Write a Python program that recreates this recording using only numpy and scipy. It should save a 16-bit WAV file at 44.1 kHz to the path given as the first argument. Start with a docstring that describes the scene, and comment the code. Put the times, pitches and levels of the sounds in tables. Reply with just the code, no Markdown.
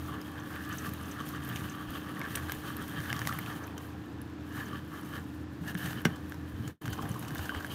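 """Hand-cranked beater in a glass bowl

A rotary beater churns eggs into flour, close up: toothed impacts drive housing resonances, swelling each turn.
Filtered grains make the wires fizz and drum; noise puffs and decaying modes make spits, slaps, ticks, bumps
and one hard knock on the bowl. Coloured noise and wavering tones hum behind; near the end all fades briefly.
"""
import sys
import numpy as np
from scipy import signal
from scipy.fft import rfft, irfft, next_fast_len
from scipy.io import wavfile
from scipy.ndimage import uniform_filter1d, map_coordinates

SR = 44100
rng = np.random.default_rng(int(sys.argv[2]) if len(sys.argv) > 2 else 0)


def to_wav(sig):
    """Store sig (one row per channel, or 1-D mono) as 16-bit WAV at the path in sys.argv[1].

    Samples outside -1..1 are clipped; the rate is SR.
    """
    pcm = np.clip(np.atleast_2d(sig), -1, 1) * 32767
    pcm = np.round(pcm).astype(np.int16)
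    wavfile.write(sys.argv[1], SR, pcm.T)  # frames by channels


N = 341334
T = np.arange(N) / SR
BRIEF_T = T[:SR // 4]  # time axis of one short event
TOP_HZ = 15600

# beater turns at their hardest: t/s, gear surge/dB, housing ring surge/dB,
# lower minus upper housing resonance/dB, ring f/Hz
TURNS = [(.15, 11.5, 8.5, 7, 3065), (.38, 4.5, 4, -8, 3183), (.56, 7.5, 7, 0, 3060),
         (.718, 9, 9.5, 1, 2945), (.853, 10, 0, 5, 2980), (1.04, 2, 6, 2, 3030), (1.205, 8, 7.5, 4, 3121),
         (1.36, 6.5, 4, 1, 3101), (1.5, 6, 5, -1, 3026), (1.65, 4.5, 3, 0, 2945), (1.81, 7.5, 5.5, 6, 3083),
         (1.96, 8, 6, 3, 3070), (2.1, 7, 6, 4, 3084), (2.25, 9.5, -1, -5, 3063), (2.37, 8, 5, -1, 3055),
         (2.51, 4, 0, 3, 3000), (2.68, 7.5, 1.5, 1, 3115), (2.82, 8.5, 3, 6, 3230),
         (2.98, 8.5, 8, -3, 3115), (3.105, 9.5, 6, -4, 3120), (3.21, 4.5, 0, 4, 3080),
         (3.34, 5, 4, 7, 3000), (3.5, 7, 2, 2, 3117), (3.63, 5, -10, 3, 3100), (4.605, 6.5, -2, -1.5, 3030),
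         (4.755, 11, 9.5, -0.5, 3080), (4.97, 8, 8, 5, 3120), (5.159, 8.5, 11, 0.5, 3050),
         (5.69, 6, 5, -10, 2920), (5.855, 4, 8.5, -7, 3040), (5.985, 3.5, 6, -2, 2985),
         (6.14, 7, 10, 0, 3100), (6.655, 4, 12.5, -6, 3099), (6.925, 0.5, 9.5, -3, 3040),
         (7.03, 5.5, 2, 8, 3120), (7.2, 0.5, -1, 5, 2981), (7.43, 3.5, 8.5, -1, 2970),
         (7.575, 5.5, 11, -2, 3090), (7.72, 0, 7.5, 0, 3040)]
# modes of the struck beater: f/Hz, t60/s, rel. level/dB
CLACK_MODES = [(754, .04, -30), (1000, 0.014, -25), (1109, .08, -30), (1200, .011, -15), (1390, .012, -4),
               (1590, 0.015, 2.5), (1770, 0.01, -1.5), (1910, 0.013, -5), (2050, .022, -3.5),
               (2920, 0.014, -0.5), (3510, .04, -24), (5373, .03, -20), (5680, .018, -10),
               (8070, 0.014, -14)]
# spectrum of a hard snap: f/Hz, rel. level/dB
SNAP_SPECTRUM = [(30, -47), (600, -2), (1500, 8.5), (3000, -3.5), (5500, 0), (8000, -6.5), (12000, -8),
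                 (16000, -6.5)]
# spectrum of bursting froth: f/Hz, rel. level/dB
FIZZ_SPECTRUM = [(2000, 7), (3800, 5.5), (5000, -1.5), (6200, 1.5), (7000, 2), (7600, -7), (8200, 1),
                 (9000, 1), (11000, 2.5), (13000, 5), (14500, 4.5), (16000, -2)]
# spectrum of a wet smack: f/Hz, rel. level/dB
SLAP_SPECTRUM = [(200, -19), (600, 0), (1100, -1.5), (1600, 4.5), (2300, -10), (3200, -10.5), (4500, -25),
                 (9000, -32)]


def amp(db):
    """Decibels to gain."""
    return 10 ** (np.asarray(db) / 20)


def unit(x):
    """Scale to rms 1."""
    return x / np.sqrt(np.mean(x ** 2))


def peak(x, db):
    """Scale to a peak level."""
    return x * amp(db) / np.max(np.abs(x))


def curves(rows):
    """Each column of a table as a line through time."""
    times, *columns = np.transpose(rows)
    return [np.interp(T, times, column) for column in columns]


def add(out, s, x):
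    """Mix a short sound in at time s."""
    i = int(s * SR)
    out[i:i + len(x)] += x[:N - i]


def walk(rate):
    """Smooth random curve of rms 1, from rate new values per second."""
    k = int(SR / rate)
    held = np.repeat(rng.standard_normal(N // k + 1), k)
    smooth = uniform_filter1d(uniform_filter1d(held, k), k)
    return unit(smooth[:N])


def colour(x, points):
    """Minimum-phase filter through (Hz, dB) points."""
    hz, db = np.transpose(points)
    size = next_fast_len(len(x) + 4096)
    size += size % 2
    f = np.maximum(np.arange(size // 2 + 1) * SR / size, 1)
    gain = amp(np.interp(np.log(f), np.log(hz), db))
    # a folded cepstrum makes the filter causal
    cepstrum = irfft(np.log(gain))
    cepstrum[1:size // 2] *= 2
    cepstrum[size // 2 + 1:] = 0
    return irfft(rfft(x, size) * np.exp(rfft(cepstrum)))[:len(x)]


def resonate(x, modes):
    """Drive (Hz, width Hz, dB) resonances, alternating in sign."""
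    out = 0
    for k, (hz, width_hz, db) in enumerate(modes):
        b, a = signal.iirpeak(min(hz, TOP_HZ), hz / width_hz, SR)
        out = out + (-1) ** k * amp(db) * signal.lfilter(b, a, x)
    return out


def glide(x, hz, width_hz):
    """Drive a steep resonance whose pitch moves."""
    turn = np.exp(2j * np.pi * np.cumsum(hz) / SR)
    pole = np.exp(-np.pi * width_hz / SR)
    # shift the pitch to 0 Hz, filter there, shift back
    return np.real(turn * signal.lfilter([1], np.poly([pole, pole]), x / turn))


def bend(x, share, rate):
    """Let every pitch in a sound wander by a small share."""
    drift = share * unit(np.gradient(walk(rate)))
    return map_coordinates(x, [np.arange(N) + np.cumsum(drift)], order=3, mode="nearest")


def decay(t60):
    """A quarter second of exponential fall."""
    return np.exp(-np.log(1000) * BRIEF_T / t60)


def ring(modes):
    """Free ringing of (Hz, t60 s, dB) modes after a blow."""
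    return sum(amp(db) * decay(t60) * np.sin(2 * np.pi * hz * BRIEF_T) for hz, t60, db in modes)


def burst(t60):
    """A dying puff of noise."""
    return decay(t60) * rng.standard_normal(SR // 4)


def swell(rise_s):
    """A puff of noise that builds for rise_s and dies away."""
    return rng.standard_normal(len(BRIEF_T)) * BRIEF_T * np.exp(-BRIEF_T / rise_s)


def grains(rate, spread_db):
    """Random impacts, rate per second, many small and a few large."""
    size = amp(spread_db * np.minimum(rng.exponential(size=N), 5))
    return unit((rng.random(N) < rate / SR) * size * rng.choice([-1, 1], N))


def surges():
    """The gears bind once a turn: their rasp and the housing's ring climb and let go again (dB)."""
    rise_s, fall_s = 0.077, 0.052
    total = 0
    for s, gear_db, ring_db, _, _ in TURNS:
        shape = np.interp(T, [s - rise_s, s, s + fall_s], [0, 1, 0])
        total = total + np.outer([gear_db, ring_db], shape)
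    return total


def sweeps():
    """Swing between -1 and 1 twice a turn, as each of the two beaters digs in."""
    turn_s = .15
    times = np.transpose(TURNS)[0]
    # longer gaps between listed turns count as several turns
    turns = np.cumsum(np.maximum(np.round(np.diff(times, prepend=0) / turn_s), 1))
    return np.cos(2 * np.pi * 2 * np.interp(T, times, turns))


def gears(rasp_db, ring_db, push_db, ring_hz):
    """Teeth scrape past each other unevenly and shake the housing, which flexes in the grip."""
    tooth_hz, tooth_wander, mesh_depth = 90, 0.19, 0.27
    flutter_db, flex_share = 1.9, 0.016
    dry_db, overtone_db = -5.5, -12
    rasp_trim_db, ring_trim_db = -1.55, -1.5
    broad_width_hz, ring_width_hz = 590, 340
    clear_from_s, clear_over_s = 1.2, 3
    # housing resonances, lower and upper pair: f/Hz, width/Hz, rel. level/dB
    housing_low = [(1162, 65, 9.5), (1330, 130, 4.5)]
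    housing_high = [(1665, 150, 6), (1900, 130, -5.5)]
    # fainter overtones of the ring: f/Hz, width/Hz, rel. level/dB
    overtones = [(3550, 450, -1), (4720, 240, 0)]
    # spectrum of the dry rasp: f/Hz, rel. level/dB
    rasp_spectrum = [(500, -24), (900, -17), (1300, 5), (1800, 2.5), (2100, -4.5), (2500, -12), (4000, -16),
                     (8000, -32)]

    phase = np.cumsum(tooth_hz * (1 + tooth_wander * walk(12))) / SR
    scrape = grains(rate=800, spread_db=2) * (1 + mesh_depth * np.cos(2 * np.pi * phase))

    # the circling hand rocks the housing between its two main resonances
    low_share = 1 / (1 + amp(-push_db) ** 2)
    low = unit(resonate(scrape * amp(flutter_db * walk(60)), housing_low)) * np.sqrt(low_share)
    high = unit(resonate(scrape * amp(flutter_db * walk(60)), housing_high)) * np.sqrt(1 - low_share)
    dry_rasp = unit(colour(grains(rate=2000, spread_db=4.5), rasp_spectrum))
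    body = bend(low + high, flex_share, rate=25) + amp(dry_db) * dry_rasp

    # the ring is broad in thin egg and narrows as the batter thickens
    clear = np.clip((T - clear_from_s) / clear_over_s, 0, 1)
    broad = unit(glide(grains(rate=900, spread_db=3), ring_hz, broad_width_hz))
    narrow = unit(glide(scrape, ring_hz, ring_width_hz))
    sing = narrow * clear + broad * np.sqrt(1 - clear ** 2)
    sing = sing + amp(overtone_db) * unit(resonate(scrape, overtones))
    return body * amp(rasp_db + rasp_trim_db) + sing * amp(ring_db + ring_trim_db)


def rattle():
    """Loose shafts chatter against the frame; each tap rings the wires in another mix."""
    tap_db = -12
    # modes of wires and shafts: f/Hz, width/Hz, rel. level/dB
    wire_modes = [(794, 70, -0.5), (1074, 76, -1.5), (1320, 96, -2), (1570, 91, 1), (1910, 120, -7),
                  (2540, 230, -6.5), (3490, 180, -7.5)]
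    # loose play of the shafts: t/s, rms level of the ringing wires/dB
    looseness = [(0, -62.5), (2.9, -60), (3.3, -56), (3.9, -63), (5.5, -77), (5.85, -55), (6.4, -70),
                 (6.85, -61), (7.2, -59), (7.6, -59), (7.74, -58)]
    taps = grains(rate=70, spread_db=2)
    wires = sum(resonate(taps * rng.standard_normal(N), [mode]) for mode in wire_modes)
    loose_db, = curves(looseness)
    return (unit(wires) + amp(tap_db) * unit(colour(taps, SNAP_SPECTRUM))) * amp(loose_db)


def batter(fizz_db, rumble_db, slosh_db):
    """The wires whip up fine froth, slap the egg about and drum on the bowl through it."""
    slosh_trim_db, crackle_db, drum_sway_db, froth_flutter_db = -2, -8, 0.8, 1.0
    # spectra of bowl drumming and of slosh: f/Hz, rel. level/dB
    rumble_spectrum = [(40, -34.5), (70, -2), (120, 9.5), (170, 8.5), (240, 2.5), (330, -4), (450, -15),
                       (900, -31.5), (4000, -69)]
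    slosh_spectrum = [(250, -11), (420, 6), (520, 0), (650, 0), (820, 3), (1100, -0.5), (2000, -21),
                      (8000, -41)]
    froth = unit(colour(grains(rate=10000, spread_db=1.0), FIZZ_SPECTRUM)) * amp(froth_flutter_db * walk(60))
    # small bubbles of each size burst on their own
    bubble_hz = np.geomspace(4500, 14500, 8)
    crackle = unit(sum(resonate(grains(rate=60, spread_db=3.5), [(hz, hz / 7, 0)]) for hz in bubble_hz))
    fizz = (froth + amp(crackle_db) * crackle) * amp(fizz_db)
    # the drumming on the bowl swells and sinks unevenly
    rumble = colour(grains(rate=170, spread_db=1.5), rumble_spectrum) * amp(drum_sway_db * walk(14))
    slosh = colour(grains(rate=1200, spread_db=2.5), slosh_spectrum)
    return fizz + unit(rumble) * amp(rumble_db) + unit(slosh) * amp(slosh_db + slosh_trim_db)


def stalls():
    """The beaters jam and the crank stands still: the level drops for a moment (dB)."""
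    ramp_s = 0.011
    # jams: t/s, length/s, level change/dB
    jams = [(5.726, 0.04, -10), (6.026, 0.02, -5)]
    total = 0
    for s, length_s, db in jams:
        corners = np.cumsum([s - ramp_s, ramp_s, length_s, ramp_s])
        total = total + np.interp(T, corners, [0, db, db, 0])
    return total


def knocks():
    """The beater grazes the glass, hits it, and the heavy bowl thumps on the counter; soft bumps besides."""
    crack_t60, rattle_t60, rattle_db = 0.026, 0.11, -8.5
    bump_t60, bump_trim_db = 0.11, -1
    push_s, contact_s = 0.0064, 0.00046
    # blows of the one hard knock: t/s, crack/dB, clack/dB, thump/dB
    blow_table = [(6.0504, -22.5, -50, -62), (6.0533, -23, -11.5, -37), (6.055, -28, -27, -13.5)]
    # soft bumps through the counter: t/s, peak level before trim/dB, f/Hz
    bump_table = [(1.875, -43, 52), (2.555, -47, 52), (2.98, -32.5, 155), (2.985, -36, 83), (3.1, -38, 120),
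                  (3.2, -31.5, 120), (3.255, -34, 157), (3.36, -32.5, 156), (4.57, -34, 133),
                  (5.608, -28, 168), (5.745, -28.5, 177), (5.835, -30, 172), (5.87, -33, 128),
                  (6.535, -32.5, 87), (6.595, -31, 116), (6.869, -31.5, 111), (6.91, -36, 83.5),
                  (7.029, -33, 100), (7.095, -33, 119), (7.2, -35, 135), (7.315, -33, 133),
                  (7.391, -32.5, 91), (7.56, -32, 84.6)]
    # modes of the filled bowl: f/Hz, t60/s, rel. level/dB
    bowl_modes = [(135, .084, -11), (172, .12, 1.5), (230, .11, 2), (300, 0.056, -2), (350, .05, -10),
                  (427, 0.15, -18)]
    out = np.zeros(N)
    # keep the thump above the deep bass
    highpass = signal.butter(4, 115, "highpass", fs=SR, output="sos")
    thump = signal.sosfilt(highpass, ring(bowl_modes))
    clack = ring(CLACK_MODES) * (1 - np.exp(-BRIEF_T / contact_s))
    for s, crack_db, clack_db, thump_db in blow_table:
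        # the bright crack dies first, the shaken batter a little later
        crack = peak(colour(burst(crack_t60), SNAP_SPECTRUM), 0)
        crack = crack + peak(colour(burst(rattle_t60), SLAP_SPECTRUM), rattle_db)
        add(out, s, crack * amp(crack_db) + peak(clack, clack_db) + peak(thump, thump_db))
    # a soft push builds up slowly
    push = (1 - np.exp(-BRIEF_T / push_s)) ** 2
    for s, db, hz in bump_table:
        add(out, s, peak(ring([(hz, bump_t60, 0)]) * push, db + bump_trim_db))
    return out


def ticks():
    """A wire catches and springs free: a snap and a short, damped ring."""
    snap_t60, snap_trim_db, start_delay_s = 0.0079, 6.5, .0008
    frame_db, frame_t60 = -14, .022
    # wires and gears catching: t/s, ring peak level/dB, ring f/Hz,
    # snap rel. to ring before trim/dB, ring t60/s
    tick_table = [(.638, -34, 2900, -16, .012), (.891, -37, 2800, -6, .008),
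                  (1.559, -24.5, 2970, -10, .009), (1.5593, -32, 2150, -24, .012),
                  (1.564, -34, 2700, -14, .008), (1.571, -30, 2360, -18, .012),
                  (1.688, -35, 2700, -14, .012), (2.2145, -24, 2200, -18, .018),
                  (2.353, -24.5, 2800, -8, .009), (2.373, -31, 2300, -14, .014),
                  (2.4848, -31, 1610, -11, .012), (2.4955, -25.5, 1620, -13, 0.021),
                  (2.5196, -30.5, 2100, -4, .006), (3.003, -31.5, 1770, -10, 0.012),
                  (3.128, -16.5, 2100, -12.5, 0.0084), (3.164, -39, 1150, 6, .012),
                  (3.1913, -33.5, 1170, 0.5, .012), (3.2162, -23, 1770, -18, .016),
                  (3.252, -28, 2200, -20, .012), (3.272, -20.5, 1930, -6, 0.015),
                  (3.2925, -36, 2500, -3, .006), (3.325, -24, 1780, -23, .014),
                  (3.3873, -26.5, 1900, -12, .009), (3.3895, -28, 2100, -24, .014),
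                  (3.778, -35, 3100, -7, .016), (5.751, -24.5, 1680, -24, .016),
                  (5.7515, -35, 3160, -20, .016), (6.321, -30, 1630, -11, 0.012),
                  (6.343, -39, 980, -6, .016), (6.677, -36.5, 1670, -8, 0.014),
                  (6.856, -32, 1600, -13, .016), (6.879, -25, 1500, -15, 0.015),
                  (7.021, -37, 1400, -5, .01), (7.055, -37, 1250, -24, .016), (7.226, -36.5, 2200, -7, .01),
                  (7.283, -35.5, 3000, -7, 0.016), (7.306, -34, 1600, -8, .012),
                  (7.356, -30, 1600, -13, 0.02), (7.381, -36, 3600, -7, 0.015),
                  (7.392, -28, 1520, -18, .022), (7.493, -31, 3000, -10, .016),
                  (7.548, -32, 1780, -17, .018), (7.560, -34.5, 1250, -20, .018),
                  (7.6245, -40, 4500, -10, .008), (7.6458, -24, 1630, -19, .022),
                  (7.664, -40, 3300, -4, .008)]
    out = np.zeros(N)
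    frame = amp(frame_db) * ring(CLACK_MODES) * decay(frame_t60)
    for s, db, hz, bright_db, ring_t60 in tick_table:
        body = ring([(hz, ring_t60, 0)]) + frame
        snap = peak(colour(burst(snap_t60), SNAP_SPECTRUM), bright_db + snap_trim_db)
        add(out, s + start_delay_s, (peak(body, 0) + snap) * amp(db))
    return out


def slaps():
    """Batter cushions the wire: a soft smack and a spray of droplets."""
    rise_s, spray_trim_db = 0.0039, -1
    spray_spectrum = [(1000, -25), (3000, 1.0), (6500, -0.5), (10000, -4.5), (15000, -2.5)]  # f/Hz, level/dB
    # wires slapping deep batter: t/s, smack peak level/dB, spray rel. to smack before trim/dB
    slap_table = [(.862, -41, -4), (2.37, -32, -12), (5.676, -41, 2), (5.840, -36, -5), (5.856, -33.5, -1),
                  (5.904, -34, -5), (6.157, -47, 3), (6.674, -43.5, 3), (6.854, -37, -1), (6.877, -39, -16),
                  (6.927, -35.5, 1.5), (6.986, -36, -17), (7.020, -40, 1.5), (7.052, -36, -25),
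                  (7.086, -39, -18), (7.139, -43.5, 3.5), (7.224, -43.5, 3), (7.278, -40, 5),
                  (7.304, -41, -8), (7.353, -39, -10), (7.378, -42.5, 6.5), (7.389, -34, -13),
                  (7.453, -32, -4.5), (7.544, -31, -12), (7.599, -40, 1)]
    out = np.zeros(N)
    for s, db, spray_db in slap_table:
        smack = peak(colour(swell(rise_s), SLAP_SPECTRUM), 0)
        spray = peak(colour(swell(rise_s), spray_spectrum), spray_db + spray_trim_db)
        add(out, s, (smack + spray) * amp(db))
    return out


def spits():
    """A film of egg tears in a few milliseconds and rings its little cavity."""
    t60, width_share, splash_db, start_delay_s = 0.014, 0.094, -16, .001
    # wet films bursting: t/s, peak level/dB, f/Hz
    spit_table = [(0.214, -33, 5130), (0.6903, -34, 12600), (0.8585, -37, 4640), (0.8914, -33, 13900),
                  (0.9344, -32, 13100), (1.0286, -36, 10900), (1.288, -28.5, 12600), (1.4476, -32, 12200),
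                  (1.489, -29, 12700), (1.557, -39, 12800), (1.905, -30.5, 12800), (2.193, -30, 12400),
                  (2.355, -19.5, 8000), (2.356, -23, 9600), (2.362, -37, 13500), (2.519, -21.5, 13200),
                  (2.766, -27.5, 12400), (2.822, -33.5, 9050), (2.88, -31.5, 13700), (3.127, -30, 12700),
                  (3.2718, -26, 6100), (3.272, -31, 11500), (3.336, -33, 12400), (3.387, -25, 13200),
                  (3.409, -39, 14800), (3.6686, -37, 12000), (3.779, -28.5, 6200), (4.215, -37, 10800),
                  (5.011, -40, 11900), (5.3462, -45, 14400), (5.7449, -30.5, 9050), (6.0157, -37, 12500),
                  (6.2951, -37, 12000), (6.6774, -33.5, 6930), (6.903, -35, 14100), (7.0903, -32.5, 10200),
                  (7.1924, -29, 11100), (7.348, -28, 13800), (7.664, -33, 10900)]
    out = np.zeros(N)
    for s, db, hz in spit_table:
        tear = burst(t60) * rng.exponential(size=SR // 4)
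        cavity = resonate(tear, [(hz, hz * width_share, 0)])
        splash = amp(splash_db) * colour(tear, FIZZ_SPECTRUM)
        add(out, s + start_delay_s, peak(cavity + splash, db))
    return out


def plops():
    """An air pocket rings as it opens, rising in pitch."""
    t60, rise_share, open_s = 0.025, 0.21, 0.0005
    # air pockets opening: t/s, peak level/dB, starting f/Hz
    plop_table = [(2.169, -36, 1820), (3.294, -25.5, 1310), (6.988, -34, 900), (6.992, -30, 1060),
                  (7.055, -37, 1070), (7.156, -38, 1160), (7.161, -35, 1020), (7.4935, -25, 1490),
                  (7.521, -34, 1060), (7.607, -33.5, 1500)]
    out = np.zeros(N)
    envelope = decay(t60) * (1 - np.exp(-BRIEF_T / open_s))
    for s, db, hz in plop_table:
        phase = np.cumsum(hz * (1 + rise_share * np.minimum(BRIEF_T / t60, 1))) / SR
        add(out, s, peak(np.sin(2 * np.pi * phase) * envelope, db))
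    return out


def squeaks():
    """A dry shaft rubs in its bearing for a moment, always at the same high pitch."""
    rub_s = 0.0029
    shaft_modes = [(6150, 330, 0), (8300, 500, -12)]  # f/Hz, width/Hz, level/dB
    # squeaks: t/s, peak level/dB
    squeak_table = [(.396, -49), (.725, -39), (0.781, -35.5), (1.054, -47), (1.112, -39), (1.201, -46),
                    (1.325, -49), (1.358, -53), (1.556, -47), (1.695, -39), (1.718, -49), (3.637, -46.5),
                    (4.655, -47.5), (5.047, -53), (5.677, -43.5), (6.930, -40.5), (7.113, -42.5)]
    out = np.zeros(N)
    for s, db in squeak_table:
        add(out, s, peak(resonate(swell(rub_s), shaft_modes), db))
    return out


def room(x):
    """Cupboards and counter return a short, dull tail."""
    t60, build_t60, wet_db = 0.11, 0.0088, -15
    spectrum = [(200, -9.0), (2500, -4.0), (12000, -9.5)]  # f/Hz, level/dB
    tail = colour(burst(t60) * (1 - decay(build_t60)), spectrum)
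    tail = tail / np.sqrt(np.sum(tail ** 2))
    return x + amp(wet_db) * signal.fftconvolve(x, tail)[:N]


def kitchen():
    """An appliance's fan noise with wavering motor tones."""
    air_db, throb_db = -47.5, 1.8
    # fan noise spectrum: f/Hz, rel. level/dB
    air_spectrum = [(25, -67.5), (45, -28), (72, -3), (97, -10), (150, -4), (205, -5), (236, -1.5),
                    (270, -5.5), (310, -7), (380, -10), (463, -12.5), (650, -18.5), (1070, -18.5),
                    (1700, -19.5), (2110, -28), (2800, -27.5), (5000, -36), (7700, -42.5), (16000, -83.5)]
    # motor tones: f/Hz, rms level/dB, waver share
    hum_table = [(82.8, -49.5, 0.72), (111, -57.5, .5), (126, -55.5, .7), (193.3, -56.5, 0.36),
                 (229, -60, 0.65), (275.9, -52.5, .25), (303.1, -48.5, 0.088), (331.7, -60.5, 0.55),
                 (343, -62.5, .5), (993, -72, .25), (1765, -68.5, .22)]
    air = colour(rng.standard_normal(N), air_spectrum)
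    # the low drone throbs unevenly, the hiss above it stays smooth
    drone = resonate(air, [(260, 200, 0)])
    out = unit(air + drone * (amp(throb_db * walk(16)) - 1)) * amp(air_db)
    for hz, db, waver in hum_table:
        sway = 1 + waver * (walk(9) + 1j * walk(10))
        tone = np.real(sway * np.exp(2j * np.pi * hz * T))
        out = out + unit(tone) * amp(db)
    return out


def scene():
    """Beater, batter and bowl in the humming kitchen."""
    easy_effort_db, easy_slosh_db = -51, -57
    ring_base_db, ring_per_effort, ring_per_slosh = -62.5, 1.15, 0.43  # slopes in dB per dB
    ring_rise_db_per_s = .5
    slosh_per_surge, fizz_per_surge = 0.61, 0.084  # dB per dB
    sweep_ring_db, sweep_fizz_db = 2.5, 1
    ring_flutter_db, fizz_flutter_db = 2.0, 2.06
    # effort at the crank, sagging where the cranking eases between bursts: t/s, base gear level/dB
    effort = [(0, -53), (.3, -52.5), (.7, -49.5), (1.0, -51), (1.55, -48), (1.8, -51), (2.25, -49.5),
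              (2.9, -50.5), (3.2, -47), (3.55, -50.5), (3.75, -56), (3.95, -61), (4.38, -65), (4.57, -46.5),
              (4.84, -58), (4.95, -54), (5.05, -54.5), (5.18, -51.5), (5.28, -67), (5.6, -67), (5.68, -51),
              (5.87, -46.5), (6.02, -53), (6.2, -61.5), (6.55, -61), (6.9, -55), (7.74, -51.5)]
    # depth of the wires in the batter: t/s, bowl rumble level/dB, base slosh level/dB
    depth = [(0, -44, -56), (.35, -51, -53.5), (.68, -45.5, -56.5), (1.6, -43, -56), (1.8, -47.5, -57),
             (2.35, -45, -53), (2.9, -48.5, -54.5), (3.2, -45, -53.5), (3.8, -50.5, -51),
             (4.38, -52.5, -62), (4.6, -43, -55), (4.85, -52.5, -61.5), (5.2, -43, -54.5), (5.48, -58, -65),
             (5.7, -43.5, -56), (5.87, -43, -59), (6.1, -41.5, -53), (6.3, -49, -62), (6.6, -44, -62.5),
             (7.03, -42, -46.5), (7.3, -43.5, -53), (7.74, -54, -50)]
    # froth whipped up by the wires: t/s, base fizz level/dB
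    froth = [(0, -56.5), (.35, -59), (.75, -53), (1.05, -56.5), (1.55, -53), (1.85, -57), (2.3, -52.5),
             (2.65, -55), (2.95, -53.5), (3.25, -50.5), (3.5, -52.5), (3.7, -63), (3.95, -64),
             (4.38, -73.5), (4.56, -50.5), (4.67, -55.5), (4.75, -60.5), (4.84, -62.5), (4.98, -58.5),
             (5.06, -59), (5.16, -54.5), (5.28, -67), (5.6, -67.5), (5.68, -51), (5.78, -51.5), (5.86, -48),
             (6.02, -58.5), (6.22, -63), (6.55, -64), (6.68, -59.5), (6.87, -56.5), (7.05, -56.5),
             (7.4, -54), (7.74, -54.5)]

    effort_db, = curves(effort)
    rumble_db, slosh_db = curves(depth)
    froth_db, = curves(froth)
    *_, push_db, ring_hz = curves(TURNS)
    surge_db, ring_surge_db = surges()
    sweep = sweeps()

    # deep batter strains the frame, and it rings more as the batter thickens
    strain_db = ring_per_slosh * (slosh_db - easy_slosh_db) + ring_rise_db_per_s * T
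    # harder cranking rings the housing more
    ring_db = ring_base_db + ring_per_effort * (effort_db - easy_effort_db) + strain_db
    ring_db = ring_db + ring_surge_db + sweep_ring_db * sweep + ring_flutter_db * walk(25)
    fizz_db = froth_db + fizz_per_surge * surge_db + sweep_fizz_db * sweep + fizz_flutter_db * walk(20)

    whir = gears(effort_db + surge_db, ring_db, push_db, ring_hz)
    churn = batter(fizz_db, rumble_db, slosh_db + slosh_per_surge * surge_db)
    turning = (whir + rattle() + churn) * amp(stalls())
    blows = ticks() + squeaks() + knocks() + slaps() + spits() + plops()
    return (room(turning + blows) + kitchen())[None]


def record(dry):
    """The level fades away once and snaps back; the top is cut."""
    fade_s, fade_db_per_s = 6.70, 489
    return_s, return_takes_s = 6.806, 0.01
    still_faded = np.clip(1 - (T - return_s) / return_takes_s, 0, 1)
    fade_db = -fade_db_per_s * np.maximum(T - fade_s, 0) * still_faded
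    lowpass = signal.ellip(10, .2, 70, TOP_HZ, fs=SR, output="sos")
    return signal.sosfilt(lowpass, dry * amp(fade_db))


dry = scene()
out = record(dry)
to_wav(out)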